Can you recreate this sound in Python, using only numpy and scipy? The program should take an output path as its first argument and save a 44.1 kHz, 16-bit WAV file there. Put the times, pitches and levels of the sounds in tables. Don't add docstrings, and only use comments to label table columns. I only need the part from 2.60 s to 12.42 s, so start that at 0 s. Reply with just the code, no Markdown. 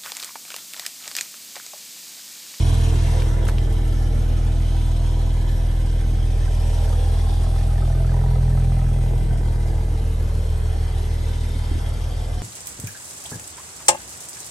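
import sys
import numpy as np
from scipy import signal
from scipy.fft import rfft, irfft
from scipy.io import wavfile
from scipy.ndimage import uniform_filter1d

SR = 44100
rng = np.random.default_rng(int(sys.argv[2]) if len(sys.argv) > 2 else 0)


def put_to_file(sound):
    columns = np.atleast_2d(sound).T
    safe = np.clip(columns, -1, 1)
    whole_steps = np.round(safe * 32767)
    wavfile.write(sys.argv[1], SR, whole_steps.astype(np.int16))


N = 433045
T = np.arange(N) / SR
HZ = np.fft.rfftfreq(N, 1 / SR)


def amp(db):
    return 10 ** (np.asarray(db) / 20)


def unit(x):
    return x / np.sqrt(np.mean(x ** 2) + 1e-20)


def read(points, hz):
    f, value = np.transpose(points)
    return np.interp(np.log(hz + 1), np.log(f + 1), value)


def column(table, index):
    rows = np.array(table)
    return np.interp(T, rows[:, 0], rows[:, index])


def drift(rate_hz):
    steps = rng.standard_normal(4000)
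    b, a = signal.butter(2, np.clip(rate_hz / 100, .001, .9))
    slow = signal.filtfilt(b, a, steps)[1000:3000]
    return np.interp(T * 200, np.arange(2000), unit(slow))


def peaks(modes):
    power = 0
    for hz, width, db in modes:
        detuning = 2 * (HZ - hz) / width
        power = power + amp(db) ** 2 / (1 + detuning ** 2) ** 2
    return np.sqrt(power)


def puffed(gate, gain):
    noise = gate * rng.standard_normal((2, N))
    return unit(irfft(rfft(noise) * gain, N))


def rung(blows, modes):
    t = np.arange(2000) / SR
    ring = 0
    for hz, width, db in modes:
        ring = ring + amp(db) * np.exp(-np.pi * width * t) * np.sin(2 * np.pi * hz * t)
    return unit(signal.oaconvolve(blows, ring)[:N])


def add(mix, s, sound, pan_db):
    part = mix[:, round(s * SR):][:, :sound.shape[1]]
    part += sound[:, :part.shape[1]] * amp([[pan_db / 2], [-pan_db / 2]])


# (time [s], firing rate [Hz],
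# second order [dB rms], third order [dB rms], fourth order [dB rms]), before the ports are set apart
EXHAUST = [(0.0, 40.813, -18.4, -22.2, -34.5), (0.6, 40.415, -21.5, -26.3, -39.7),
           (1.2, 40.273, -25.4, -29, -43), (1.8, 40.626, -23.4, -28.6, -43),
           (2.4, 40.186, -24.1, -28.5, -41.3), (3.3, 40.298, -25.3, -30.4, -40),
           (3.9, 40.808, -23.6, -30.5, -47), (4.3, 40.455, -20.8, -31.8, -46.6),
           (4.8, 40.754, -22.2, -32.5, -39.7), (5.4, 41.762, -23, -23.6, -35.6),
           (5.9, 41.608, -22.4, -21.2, -31.7), (6.6, 40.49, -26, -24.8, -36),
           (7.1, 39.883, -24.3, -30.6, -38), (7.5, 40.072, -24.2, -35, -38.4),
           (8.1, 39.611, -22.8, -36.6, -41.7), (9.0, 39.641, -25.4, -33.9, -52),
           (9.82, 39.663, -29.5, -38.7, -48)]


def firings():
    return np.cumsum(column(EXHAUST, index=1)) / SR - .032


MAIN_ORDERS = (1, 2, 2.5, 3, 4)
# (sixths of the firing rate [1], mean level [dB rms])
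UNEVEN = [(5, -50), (7, -48), (8, -47), (9, -45), (10, -46), (11, -46), (13, -44), (17, -46), (19, -49)]
FIRINGS_PER_CYCLE = 6
FIRST_DB, LEAVE_S, LEAVE_DB_PER_S = -19, 6.2, -2
HALF_DB, LOW_S, LOW_DB = -36.3, 1.1, 4.5
SLIP_RAD, SLIP_S, SLIP_RAD_PER_S = 1.4, 0.9, 0.2


def throb(turns):
    out = np.zeros((2, N))
    away = np.maximum(T - LEAVE_S, 0)
    slip = SLIP_RAD * np.minimum(away / SLIP_S, 1) + SLIP_RAD_PER_S * away
    levels = (
        FIRST_DB + LEAVE_DB_PER_S * away,
        column(EXHAUST, index=2),
        HALF_DB + LOW_DB * np.maximum(1 - T / LOW_S, 0),
        column(EXHAUST, index=3),
        column(EXHAUST, index=4),
    )
    for order, db in zip(MAIN_ORDERS, levels):
        ahead = np.pi * (order - 1) + .6 * (order - 1) * (order - 2)
        if order == 2:
            ahead = ahead - slip
        apart = 0.028 * (order - .7) * (1 + drift(0.78)) * np.array([[-1], [1]])
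        phase = 2 * np.pi * order * turns + ahead + 0.57 * apart
        out += amp(db) * (1 + apart) * np.cos(phase)
    for sixths, db in UNEVEN:
        phase = 2 * np.pi * (round(sixths) / FIRINGS_PER_CYCLE * turns + rng.random())
        out += amp(db + 1.5 * drift(1.5)) * np.cos(phase)
    return np.sqrt(2) * out


# (multiple of the firing rate [1], start [s], end [s], mean level at full swell [dB rms])
PASSING = [(13 / 6, -1, 3.3, -41), (13 / 6, 3.9, 4.9, -38), (5, -1, 5, -47), (5, 5.4, 7.8, -43.5),
           (6, -4, 6, -45), (6, 5.2, 7.4, -45), (7, 5.3, 7, -47), (8, -4, 5.6, -43), (9, 5.8, 7.5, -47),
           (10, 5.2, 6.2, -44), (11, -2, 2.6, -46), (11, 2.2, 5.6, -48.5), (11, 5.6, 9.2, -46),
           (13, 1.8, 3.8, -50), (15, 5.5, 6.6, -51), (16.5, -1, 1.6, -48), (18.3, 9.3, 10.5, -49),
           (19, 4.1, 5.5, -50), (19, 5.9, 6.8, -50), (20, 3.7, 5.4, -50), (23, 3.8, 4.7, -53)]


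def overtones(turns):
    out = np.zeros((2, N))
    for order, start, end, db in PASSING:
        swell = np.sin(np.pi * np.clip((T - start) / (end - start), 0, 1)) ** 0.88
        port_wobble = 0.26 * np.array([drift(3.3), drift(1.5)])
        wobble = port_wobble + .5 * drift(6.2) + rng.random() * 2 * np.pi
        level = swell * amp(db + 0.62 * drift(9.6))
        out += level * np.cos(2 * np.pi * order * turns + wobble)
    return np.sqrt(2) * out


# (time [s], rumble [dB],
# puffs at the pipe mouth [dB], rasp of the puffs [dB], machinery [dB], hiss [dB])
WALK = [(0.0, -33.5, -53, -50, -44, -39.5), (0.55, -31.5, -43, -47.5, -44.5, -41),
        (0.8, -32.5, -64, -44, -49, -47.5), (1.3, -33.5, -45, -49.5, -50, -47),
        (2.5, -39, -46, -52, -49.5, -46.5), (3.6, -36.5, -48, -50, -52.5, -47),
        (4.2, -36, -44, -55.5, -49, -42.5), (4.7, -36.5, -44, -61, -48.5, -44),
        (5.4, -36.5, -46.5, -54, -59, -46.5), (6.2, -38.5, -52, -59, -62, -47),
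        (7.0, -35.5, -47.5, -54, -57, -47.5), (7.6, -36.5, -54, -56.5, -59, -46.5),
        (8.7, -36.5, -51, -48.5, -49.5, -45.5), (9.82, -37.5, -44.5, -49.5, -51.5, -46)]
# (time [s], facing [0-1])
BEHIND = [(0, 0.1), (3.5, 0.2), (4.2, 0.46), (5.2, 0.52), (6.3, 0.94), (7, 0.6), (9.82, 0.04)]
# (frequency [Hz], relative density [dB])
RUMBLE = [(35, -25), (70, 3.5), (130, 0.5), (250, -7), (450, -6.5), (650, -12), (1000, -17), (2000, -45)]
# (frequency [Hz], width [Hz], relative level [dB])
MOUTH = [(664, 60, 1.5), (788, 120, 2), (953, 57, -2)]
# (frequency [Hz], width [Hz], relative level [dB])
RASP = [(1366, 460, 5.5), (1540, 60, 9.5), (1730, 220, 6), (2033, 68, 8)]


def gas(turns):
    arrival = turns + .2 + .025 * drift(30.0)
    sizes = amp(1.8 * np.clip(rng.standard_normal(500), -2, 1.5))
    size = sizes[arrival.astype(int)]
    age = (arrival % 1) / 0.19
    facing = np.clip(column(BEHIND, index=1), 0, 1)
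    puff = facing * size * age * np.exp(1 - age)
    struck = np.diff(np.floor(arrival - .07), prepend=0) > 0
    slaps = facing * size * struck
    rumble = amp(column(WALK, index=1)) * puffed(9.3 + puff, amp(read(RUMBLE, HZ)))
    mouth = puffed(0.29 + puff, peaks(MOUTH)) + 0.57 * rung(slaps, MOUTH)
    rasp = puffed(.45 + puff, peaks(RASP)) + .35 * rung(slaps, RASP)
    return rumble + amp(column(WALK, index=2)) * mouth + amp(column(WALK, index=3)) * rasp


# (time [s], nominal level [dB], centre [Hz])
SPITS = [(3.8772, -35.5, 1570), (4.2787, -36, 1540), (4.3276, -33, 1230), (5.2201, -32, 1280),
         (5.4441, -38, 1330), (5.4915, -35, 1660), (5.6112, -38, 1370), (5.7559, -35, 1270),
         (5.9729, -34, 1300), (6.1899, -39, 1290)]
SPIT_FROM_S, SPIT_TO_S, SPIT_SHARE = 4.85, 6.4, 0.6
SPIT_DB, SPIT_LOW_HZ, SPIT_HIGH_HZ = -36.5, 1270, 1780


def spits(turns):
    out, t = np.zeros((2, N)), np.arange(800) / SR
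    fired = T[np.diff(np.floor(turns + .27), prepend=0) > 0]
    chance = rng.random((500, 3))
    weak = []
    for s, (luck, soft, pitch) in zip(fired, chance):
        if SPIT_FROM_S < s < SPIT_TO_S and luck < SPIT_SHARE:
            centre_hz = SPIT_HIGH_HZ if pitch < .35 else SPIT_LOW_HZ
            weak.append((s, SPIT_DB - 6.4 * soft, centre_hz * (1 + 0.088 * (soft - luck))))
    band = signal.butter(2, [900, 2200], "bandpass", fs=SR)
    envelope = np.minimum(t / 0.0021, 1) * np.exp(-t / 0.0082)
    for s, db, hz in SPITS + weak:
        spray = signal.lfilter(*band, rng.standard_normal((2, 800)))
        tone = np.sin(2 * np.pi * hz * t + [[0], [1.1]])
        add(out, s, amp(db) * (tone + 0.17 * unit(spray)) * envelope, -1.5)
    return out


# (place in the engine cycle [0-1], relative level [dB])
TICKS = [(.93, -2.5), (.6, -2.5), (.43, -6.5), (.16, -21)]
# (frequency [Hz], width [Hz], relative level [dB])
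COVERS = [(2260, 430, -0.5), (3180, 570, 5.5), (3630, 150, 3), (3950, 400, 0.5), (5200, 610, -1),
          (6210, 1500, -3.5)]
# (frequency [Hz], relative density [dB])
HISS = [(700, 0), (1200, 2.5), (2500, 1), (4500, -0.5), (7000, -4.5), (8300, -2), (9500, -0.5), (10800, 1),
        (11500, -3), (12300, -18), (12600, -36)]


def machinery(turns):
    cycle = turns / FIRINGS_PER_CYCLE
    ticks = 0
    for place, db in TICKS:
        ticks = ticks + amp(db) * np.exp(-((cycle - place) % 1) / 0.072)
    ring_gate = (1.3 + .5 * ticks) * amp(1.2 * drift(27.0))
    ring = amp(column(WALK, index=4)) * puffed(ring_gate, peaks(COVERS))
    hiss_gate = (0.9 + 0.54 * ticks) * amp(0.65 * drift(38.0))
    hiss = amp(column(WALK, index=5)) * puffed(hiss_gate, amp(read(HISS, HZ)))
    return ring + hiss


# (time [s], nominal level [dB], centre [Hz], left-right difference [dB], crackle decay [s])
CLICKS = [(0.601, -33, 3050, 0, 0.016), (.62, -28, 2000, -3, 0.0052), (.853, -31, 9000, 1, 0.0044),
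          (.869, -29.5, 1700, -4, 0.0064), (0.88, -29, 8200, 4, 0.01), (.885, -29, 2800, -3, 0.0025),
          (0.8876, -22.5, 1490, -2, 0.004), (0.896, -27, 1150, -5, .004), (.897, -34, 5000, 7, 0.0026),
          (0.984, -23, 2960, 1, 0.00052), (1.125, -38, 8000, 0, 0.0088)]
# (time [s], nominal level [dB], left-right difference [dB])
THUDS = [(9.113, -16.5, 0.0), (9.152, -18, -1.0), (9.178, -26, 5)]


def knocks():
    out, t = np.zeros((2, N)), np.arange(4096) / SR
    hz = np.fft.rfftfreq(4096, 1 / SR)
    for s, db, centre_hz, pan_db, decay in CLICKS:
        shape = .08 + 1 / (1 + (np.log(hz / centre_hz + 1e-9) / .55) ** 2)
        noise = irfft(rfft(rng.standard_normal((2, 4096))) * shape * (hz > 350), 4096)
        mixed = unit(noise + 0.31 * noise[::-1])
        fall = np.exp(-t / decay) + 0.13 * np.exp(-t / 0.027)
        crackle = mixed * np.minimum(t / 0.00098, 1) * fall
        snap = -np.sin(2 * np.pi * centre_hz * t) * np.exp(-t * centre_hz / 0.83)
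        add(out, s, amp(db) * (crackle / 2 + 2.0 * snap), pan_db)
    push = t / 0.0053 * np.exp(1 - t / 0.0026)
    body = np.sin(2 * np.pi * 280 * t + [[0], [1.2]]) + 2.8 * np.sin(2 * np.pi * 60 * t)
    for s, db, pan_db in THUDS:
        add(out, s, amp(db) * push * body, pan_db)
    return out


def walking(pair):
    hz, t, z = signal.stft(pair, SR, nperseg=1024)
    slow, quick = rng.standard_normal((2, len(hz), len(t)))
    slow = unit(uniform_filter1d(uniform_filter1d(slow, size=2, axis=0), size=50, axis=1))
    quick = unit(uniform_filter1d(uniform_filter1d(quick, size=14, axis=0), size=4, axis=1))
    gain = amp(2.53 * slow + 1.12 * quick)
    return signal.istft(z * gain, SR, nperseg=1024)[1][:, :N]


# (frequency [Hz], coherence [0-1])
SAME = [(60, 0.46), (250, 0.81), (500, 0.53), (1000, 0.24), (1700, 0.044), (2900, 0.68), (4500, 0.34),
        (6200, 0.96), (7200, 0.21), (8500, 1), (12000, 0.98)]
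# (frequency [Hz], lead [rad])
LEAD = [(60, 0), (1200, 0), (1900, -1.1), (2700, .6), (5100, .7), (6700, .1), (7600, .7), (8700, 0),
        (9400, -1.9), (10250, -3.14), (11800, -6.1), (12600, -6.4)]
# (frequency [Hz], left-right difference [dB])
TILT = [(60, 0), (200, -1), (640, -2), (1500, -2), (3800, 1.5), (6900, 1.8), (9000, 0)]


def ports(pair):
    first, second = rfft(pair)
    same = np.clip(read(SAME, HZ), 0, 1)
    tilt = amp(read(TILT, HZ) / 2)
    shared = same * first * np.exp(-1j * read(LEAD, HZ))
    right = shared + np.sqrt(1 - same ** 2) * second
    return irfft(np.array([first * tilt, right / tilt]), N)


def scene():
    turns = firings()
    noise = ports(walking(gas(turns) + machinery(turns)))
    return throb(turns) + overtones(turns) + noise + knocks() + spits(turns)


EDGE_HZ = 13050


def record(dry):
    lowpass = signal.firwin(511, EDGE_HZ, window=("kaiser", 9), fs=SR)
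    return signal.oaconvolve(dry, lowpass[None], "same")


dry = scene()
out = record(dry)
put_to_file(out)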